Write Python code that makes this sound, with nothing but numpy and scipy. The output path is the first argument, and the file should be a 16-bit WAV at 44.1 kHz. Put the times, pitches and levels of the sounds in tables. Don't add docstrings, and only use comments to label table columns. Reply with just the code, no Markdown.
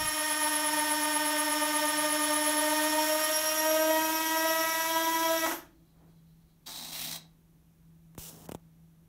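import sys
import numpy as np
from scipy import signal
from scipy.fft import rfft, irfft
from scipy.io import wavfile

SR = 44100
rng = np.random.default_rng(int(sys.argv[2]) if len(sys.argv) > 2 else 0)


def materialize(psi):
    bounded = np.clip(np.atleast_2d(psi).T, -1, 1)
    quanta = np.round(bounded * 32767).astype(np.int16)
    wavfile.write(sys.argv[1], SR, quanta)


N = 400428
TIME = np.arange(N) / SR


def gain_of(db):
    return 10 ** (np.asarray(db) / 20)


def unit_rms(x):
    return x / np.sqrt(np.mean(x ** 2) + 1e-20)


def bell(x, centre, width):
    return np.exp(-((x - centre) / width) ** 2)


def curve(rows):
    return np.interp(TIME, *np.transpose(rows))


def spectrum_at(points, hz):
    f, value = np.transpose(points)
    return np.interp(np.log(hz + 1), np.log(f + 1), value)


def coloured(x, points):
    return unit_rms(irfft(rfft(x) * gain_of(spectrum_at(points, np.fft.rfftfreq(N, 1 / SR))), N))


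def noise():
    return rng.standard_normal(N)


def wander(hz):
    return unit_rms(irfft(rfft(noise()) / (1 + (np.fft.rfftfreq(N, 1 / SR) / hz) ** 4), N))


def gate(start, end, fade):
    return np.clip((TIME - start) / 0.0044, 0, 1) * np.exp(-np.maximum(TIME - end, 0) / fade)


def add(mix, s, sound):
    part = mix[round(s * SR):][:len(sound)]
    part += sound[:len(part)]


def order(angle, k):
    return np.sqrt(2) * np.sin(k * angle + 2 * np.pi * rng.random())


# (frequency [Hz], T60 [s])
REVERB_TIMES = [(150, 0.9), (500, 0.38), (2000, 0.33), (5000, 0.27), (14000, 0.15)]

def workshop(x, wet_db):
    taps = rng.standard_normal(SR // 2) * (rng.random(SR // 2) < .1)
    taps[:130] = 0
    hz, t, bands = signal.stft(taps, SR, nperseg=256)
    decay = gain_of(-60 * t / spectrum_at(REVERB_TIMES, hz)[:, None])
    tail = signal.istft(bands * decay, SR, nperseg=256)[1]
    wet = gain_of(wet_db)
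    return (x + wet * signal.fftconvolve(x, tail / np.linalg.norm(tail))[:N]) / np.hypot(1, wet)


# (time [s], level [dB])
DRONE_LEVELS = [(0.2, -72), (0.82, -62), (1.65, -72), (2.05, -58), (2.27, -67), (3.33, -74.5), (5.4, -60.5),
                (5.47, -68.5), (6.36, -57), (6.51, -66), (7.15, -52), (7.45, -64.5), (8.04, -56),
                (9.05, -58.5)]
# (time [s], half width [s], level [dB])
RUSTLE_EVENTS = [(6.042, 0.088, -66), (7.024, 0.18, -62)]
# (frequency [Hz], spectral level [dB])
RUMBLE_SPECTRUM = [(20, -31.5), (50, -2), (100, -2.5), (280, -1), (450, -8.5), (900, -11.5), (2000, -25.5),
                   (6000, -55)]
# (frequency [Hz], spectral level [dB])
ROOM_SPECTRUM = [(15, -41.5), (25, -7.5), (53, -3.5), (113, -10), (164, -6.5), (215, -15), (340, -17),
                 (433, -28.5), (1850, -34.5), (3830, -36.5), (4870, -40.5), (5730, -36), (7700, -39.5),
                 (13200, -34), (15500, -36.5)]

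def background():
    phase = 2 * np.pi * 163.5 * TIME
    drone = unit_rms((5 + wander(5.9)) * np.cos(phase) + 1.6 * wander(7) * np.sin(phase))
    drone *= gain_of(curve(DRONE_LEVELS) - 1.1)
    rustle = gain_of(-75.5) + sum(gain_of(db) * bell(TIME, s, width) for s, width, db in RUSTLE_EVENTS)
    rustle *= coloured(noise(), RUMBLE_SPECTRUM)
    bump = coloured(noise(), [(20, -10), (55, 0), (170, -3.5), (400, -24.5), (2000, -66)])
    bump *= gain_of(-46.5) * gate(0, 0.052, fade=0.05)
    return drone + rustle + bump + gain_of(-64.5) * coloured(noise(), ROOM_SPECTRUM)


def shaft(hz, load, sag, screw_start, jitter):
    gear_ratio = 35.88
    drag = -np.cos(2 * np.pi * (np.cumsum(hz) / SR / gear_ratio - screw_start))
    hz = hz * (1 - sag * np.sqrt(load) * drag + jitter * (.5 + load) * wander(68.3))
    return 2 * np.pi * np.cumsum(hz) / SR, drag


# (frequency [Hz], half width [Hz], gain [dB])
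STANDING_WAVE_NULLS = [(309.4, 3, -12), (324.3, 1.5, -16)]
# (time [s], level [dB])
SECOND_HARMONIC = [(0.0, -44.5), (3.28, -32.5), (3.32, -35), (3.65, -36.5), (3.68, -28), (3.91, -31.5),
                   (4.32, -45.5), (4.36, -35), (4.66, -35), (4.67, -45.5), (5.01, -32), (5.15, -47.5),
                   (5.33, -28.5), (5.41, -45), (5.44, -29), (5.5, -46)]
# (time [s], level [dB])
THIRD_HARMONIC = [(0.0, -44), (0.46, -35), (2.1, -39.5), (3.03, -33.5), (3.08, -39), (3.57, -44.5),
                  (3.65, -33), (3.74, -39.5), (3.92, -32), (4.61, -37.5), (5.25, -29), (5.42, -43),
                  (5.45, -33), (5.5, -45)]

def motor_hum(a, b, speed_b, load, shake):
    nulls_db = sum(db * bell(speed_b, hz, width) for hz, width, db in STANDING_WAVE_NULLS)
    onset_db = -15 * np.exp(-TIME / 0.41)
    second, third = [gain_of(curve(levels) - 0.6 + 1.8 * wander(25) - 0.53 * load) * shake
                     for levels in (SECOND_HARMONIC, THIRD_HARMONIC)]
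    hum = gain_of(-36.5 + onset_db + nulls_db) * order(b, 1)
    hum += gain_of(-48 - 7.6 * load) * (0.59 + wander(29)) * order(a, 1)
    hum += second * (order(a, 2) + 0.71 * load * order(b, 2))
    hum += third * (order(a, 3) + 0.38 * load * order(b, 3))
    return hum


# (shaft order, loaded level [dB], unloaded level [dB])
GEARBOX_HARMONICS = [(4, 1, 0), (5, -9, 2), (6, 1.5, 0), (7, -5.5, -9), (8, -7, -6), (9, -12, -7),
                     (10, -4.5, -4), (11, -7, -9), (12, -14, -9), (13, -19, -16), (14, -21, -16),
                     (15, -17, -14), (16, -21, -15), (19, -16, -11), (21, -15, -15), (22, -18, -14),
                     (24, -15, -11), (27, -18, -21), (30, -8.5, -12), (42, -11, -12), (48, -12.5, -17)]

def gearbox_buzz(a, b, load, shake):
    buzz = np.zeros(N)
    for k, heavy_db, light_db in GEARBOX_HARMONICS:
        level_db = light_db + load * (heavy_db - light_db) + 1.6 * np.sin(a / 17.4 + k)
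        buzz += gain_of(level_db) * (order(a, k) + (0.35 + 0.081 * load) * order(b, k))
    return gain_of(-35 + 0.5 * load) * unit_rms(buzz * shake * (1 + .1 * wander(150)))


CASING_HZ, CASING_WIDTH_HZ, THROB_DB = 5600, 105, 4.2

def casing_ring(a, b, speed_b, load, drag):
    lift_17, lift_18 = [gain_of(9 * bell(k * speed_b, CASING_HZ, CASING_WIDTH_HZ)) for k in (17, 18)]
    ring = (.35 + .3 * load) * order(a, 18)
    ring += (.6 + .45 * load ** .5) * lift_18 * order(b, 18)
    ring += (1 - .8 * load) * lift_17 ** .4 * order(b, 17)
    ring += 0.37 * order(a, 17) + 0.12 * order(b, 19)
    level_db = -45.5 - 2 * (1 - load) ** 2 + 1.1 * np.sin(b / 5) + 0.67 * wander(120)
    return ring * gain_of(level_db - THROB_DB * drag * (1.35 - .85 * load))


# (shaft order, level [dB])
MESH_TONES = [(34, -27), (35, -27.5), (36, 2), (37, -11), (38, -21), (43, -19.5)]

def gear_whine(b, speed_b, load, drag):
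    mesh = unit_rms(sum(gain_of(db) * order(b, k) for k, db in MESH_TONES))
    resonance_db = 4.5 * bell(36 * speed_b, centre=10800, width=45)
    resonance_db += 4.5 * bell(18 * speed_b, CASING_HZ, CASING_WIDTH_HZ)
    chatter_db = 2 * wander(120) + 2 * np.sin(b / 12)
    backlash_db = 5 * (drag ** 2 - .5)
    throb_db = np.tanh((load - .65) / .07) * THROB_DB * drag
    return mesh * gain_of(-49 + 11.5 * load + resonance_db + chatter_db + backlash_db + throb_db)


# (frequency [Hz], spectral level [dB])
LOADED_HISS = [(60, -30), (230, -23.5), (430, -18.5), (580, -3), (760, -2.5), (1100, 4), (1700, 1),
               (2500, -1.5), (3500, 0.5), (4500, -1), (5500, -4), (6800, 1.5), (8000, -5.5), (9600, -1.5),
               (11500, -1.5), (13000, -1.5), (15500, -4)]
# (frequency [Hz], spectral level [dB])
UNLOADED_HISS = [(60, -30), (230, -14), (430, -16), (580, 3), (800, -8), (1100, -4.5), (1900, 0), (3400, 0),
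                 (4500, -8.5), (5700, 3.5), (6800, 0), (8500, -2.5), (9900, -3), (11800, 8.5), (13000, -1),
                 (15500, 0.5)]

def brush_hiss(a, b, load, drag):
    chop = gain_of(3.2 * np.cos(a) + 1.3 * np.cos(b) + .8 * wander(40) + .5 * drag)
    hiss = np.sqrt(load) * coloured(noise() * chop, LOADED_HISS)
    hiss += np.sqrt(1 - load) * coloured(noise() * chop, UNLOADED_HISS)
    mid_swing_db = 3 * bell(TIME, centre=3.5, width=1)
    hiss *= gain_of(-36.5 + mid_swing_db) * gate(-1, 5.515, fade=0.037)
    coasting = coloured(noise(), [(11000, -30), (12700, 0), (13200, -3), (14500, -25)])
    return hiss + gain_of(-45) * coasting * gate(5.525, 5.56, fade=.025)


# (time [s], shaft speed [Hz])
MOTOR_A_SPEED = [(0, 310), (.4, 307.2), (1.2, 305.7), (2.4, 304.9), (3, 309), (3.5, 311.3), (3.9, 316),
                 (4.5, 322.3), (5.1, 326.3), (5.3, 326.6), (5.45, 323)]
# (time [s], shaft speed [Hz])
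MOTOR_B_SPEED = [(0, 304), (.3, 301), (.6, 299.4), (1.7, 297.6), (2.55, 299.8), (3.5, 311.6), (4, 316),
                 (4.5, 322), (5.1, 327.6), (5.45, 326.3)]
# (time [s], load [0-1])
SCREW_LOAD = [(0, 0.87), (1.7, 0.85), (2.5, 0.97), (3.2, 0.48), (4, 0.18), (5.4, 0.24)]

def retract_motors():
    load, speed_b = curve(SCREW_LOAD), curve(MOTOR_B_SPEED)
    a, _ = shaft(curve(MOTOR_A_SPEED), load, sag=0.0053, screw_start=0.375, jitter=0.002104)
    b, drag = shaft(speed_b, load, sag=.008, screw_start=.15, jitter=.0025)
    shake = 1 + 0.08 * wander(27) + 0.1 * np.sin(a / 8.7) + 0.082 * np.sin(a / 16)
    hum = motor_hum(a, b, speed_b, load, shake) * gate(-1, 5.5, fade=.042)
    tones = gearbox_buzz(a, b, load, shake)
    tones += casing_ring(a, b, speed_b, load, drag)
    tones += gear_whine(b, speed_b, load, drag)
    tones *= gate(-1, 5.465, fade=.025)
    hiss = brush_hiss(a, b, load, drag)
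    return workshop(tones, wet_db=-6) + workshop(hum, wet_db=-15) + workshop(hiss, wet_db=-3)


# (time [s], level [dB])
IMPACTS = [(5.462, -23.5), (5.512, -23.5), (6.681, -41)]
# (frequency [Hz], level [dB], T60 [s])
AIRFRAME_MODES = [(265, -8, .14), (345, -6, .14), (570, -5, .1), (690, -4, .1), (860, -3, .08),
                  (1080, -2, .07), (1240, 0, .07), (1420, -2, .07), (1750, -3, .06), (2050, -6, .06)]

def end_stops():
    t, out = np.arange(SR // 3) / SR, np.zeros(N)
    crunch_spectrum = [(60, -45), (170, -29), (280, 6), (450, -9), (700, 9), (1400, 8), (2200, 1),
                       (4000, -14), (6500, -3.5), (15000, -23)]
    for s, db in IMPACTS:
        ring = sum(gain_of(level - 60 * t / t60) * np.sin(2 * np.pi * (hz * t + rng.random()))
                   for hz, level, t60 in AIRFRAME_MODES)
        crunch = coloured(noise(), crunch_spectrum)[:len(t)] * np.exp(-t / 0.017)
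        add(out, s, gain_of(db) * (0.29 * ring + 0.42 * crunch))
    return workshop(out, wet_db=-4.5)


# (frequency [Hz], spectral level [dB])
SERVO_SPECTRUM = [(120, -37), (270, -5.5), (440, -26), (680, -7.5), (950, -10), (1400, -18.5),
                  (2100, -14.5), (3000, -16), (3300, -5), (3500, -9), (3900, 0.5), (4400, -8), (5000, -9.5),
                  (5800, -9), (7000, -13), (8700, -9.5), (10500, -19), (12000, -14), (15500, -14)]
# (frequency [Hz], spectral level [dB])
DOOR_SPECTRUM = [(120, -46), (200, -18), (258, 3), (407, -33), (690, -17), (1740, -12), (1980, -5),
                 (3480, -4.5), (3890, 3), (5010, -10), (5800, -2), (6470, -10), (15500, -4)]

def door_servos():
    start_s, stop_s = 6.657, 7.16
    rattle = gain_of(2 * wander(110) + 1.9 * wander(900))
    strain_db = 2.5 * np.exp(np.minimum(TIME - stop_s, 0) / 0.068)
    spin_up = np.clip((TIME - start_s) / 0.01, 0, 1)
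    gears = coloured(noise() * rattle, SERVO_SPECTRUM)
    gears *= gain_of(-41.5 + strain_db) * spin_up * gate(start_s, stop_s, fade=0.014)
    rasp = coloured(noise() * rattle, DOOR_SPECTRUM)
    rasp *= gain_of(-42 + 6.5 * bell(TIME, centre=7.005, width=.06)) * gate(6.925, stop_s, fade=0.012)
    sizzle_spectrum = [(2800, -46), (3300, -3), (3550, -21.5), (3900, -3), (4500, -9), (5500, -22)]
    sizzle = coloured(noise(), sizzle_spectrum)
    sizzle *= gain_of(-83 + 3.7 * wander(13.7)) * gate(5.6, start_s, fade=.02)
    return workshop(gears + rasp + sizzle, wet_db=-9)


# (time [s], level [dB], decay time [s])
FOCUS_KNOCKS = [(8.151, -49, .003), (8.179, -33.5, 0.01), (8.492, -25.5, 0.0029), (8.5189, -24, 0.0026),
                (8.548, -25, 0.0032)]
# (time [s], level [dB])
FOCUS_TICKS = [(8.1495, -52), (8.1788, -45), (8.4565, -48), (8.4885, -40), (8.5136, -44), (8.542, -50),
               (8.597, -64)]

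def lens_clicks():
    t, out = np.arange(SR // 12) / SR, np.zeros(N)
    scrape_spectrum = [(300, -12), (900, 12), (1800, -8), (2800, -1), (4500, -15),
                       (7000, -6), (15000, -8)]
    for s, db, decay in FOCUS_KNOCKS:
        attack = 1 - np.exp(-t / 0.00093)
        fade = np.exp(-t / decay) + 0.13 * np.exp(-t / (3 * decay))
        chirp = np.sin(2 * np.pi * 0.82 * np.log1p(t / 0.0002)) * attack * fade
        scrape = coloured(noise(), scrape_spectrum)[:len(t)]
        scrape *= 0.17 * np.exp(-t / 0.0047) + 0.23 * np.exp(-t / 0.00026)
        add(out, s, gain_of(db) * (chirp + scrape))
    for s, db in FOCUS_TICKS:
        add(out, s, gain_of(db) * rng.standard_normal(len(t)) * np.exp(-t / 0.0014))
    return out


# (frequency [Hz], spectral level [dB])
SLIDE_SPECTRUM = [(180, -35), (300, -2), (476, -2), (543, -5), (953, -5.5), (2070, -13), (2980, -2.5),
                  (4650, -6), (5480, 0.5), (10500, -2), (15500, -0.5)]

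def lens_slide():
    start_s, slows_s, rest_s = 8.177, 8.29, 8.467
    onset_db = -1.5 * np.clip(1 - (TIME - start_s) / .05, 0, 1)
    travel = gain_of(-44.5 + onset_db) * gate(start_s, slows_s, fade=0.026)
    creep = gain_of(-56) * gate(start_s, rest_s, fade=0.0034)
    rasp = coloured(noise() * gain_of(1.4 * wander(400)), SLIDE_SPECTRUM)
    rumble = gain_of(-55) * gate(slows_s, rest_s, fade=0.08) * coloured(noise(), RUMBLE_SPECTRUM)
    return np.hypot(travel, creep) * rasp + rumble


def scene():
    mono = retract_motors() + end_stops() + door_servos() + lens_clicks() + lens_slide() + background()
    return np.array([mono, mono])


def record(dry):
    low_pass = signal.firwin(1023, cutoff=15740, window=("kaiser", 9), fs=SR)
    return signal.oaconvolve(dry, low_pass[None], "same")


dry = scene()
out = record(dry)
materialize(out)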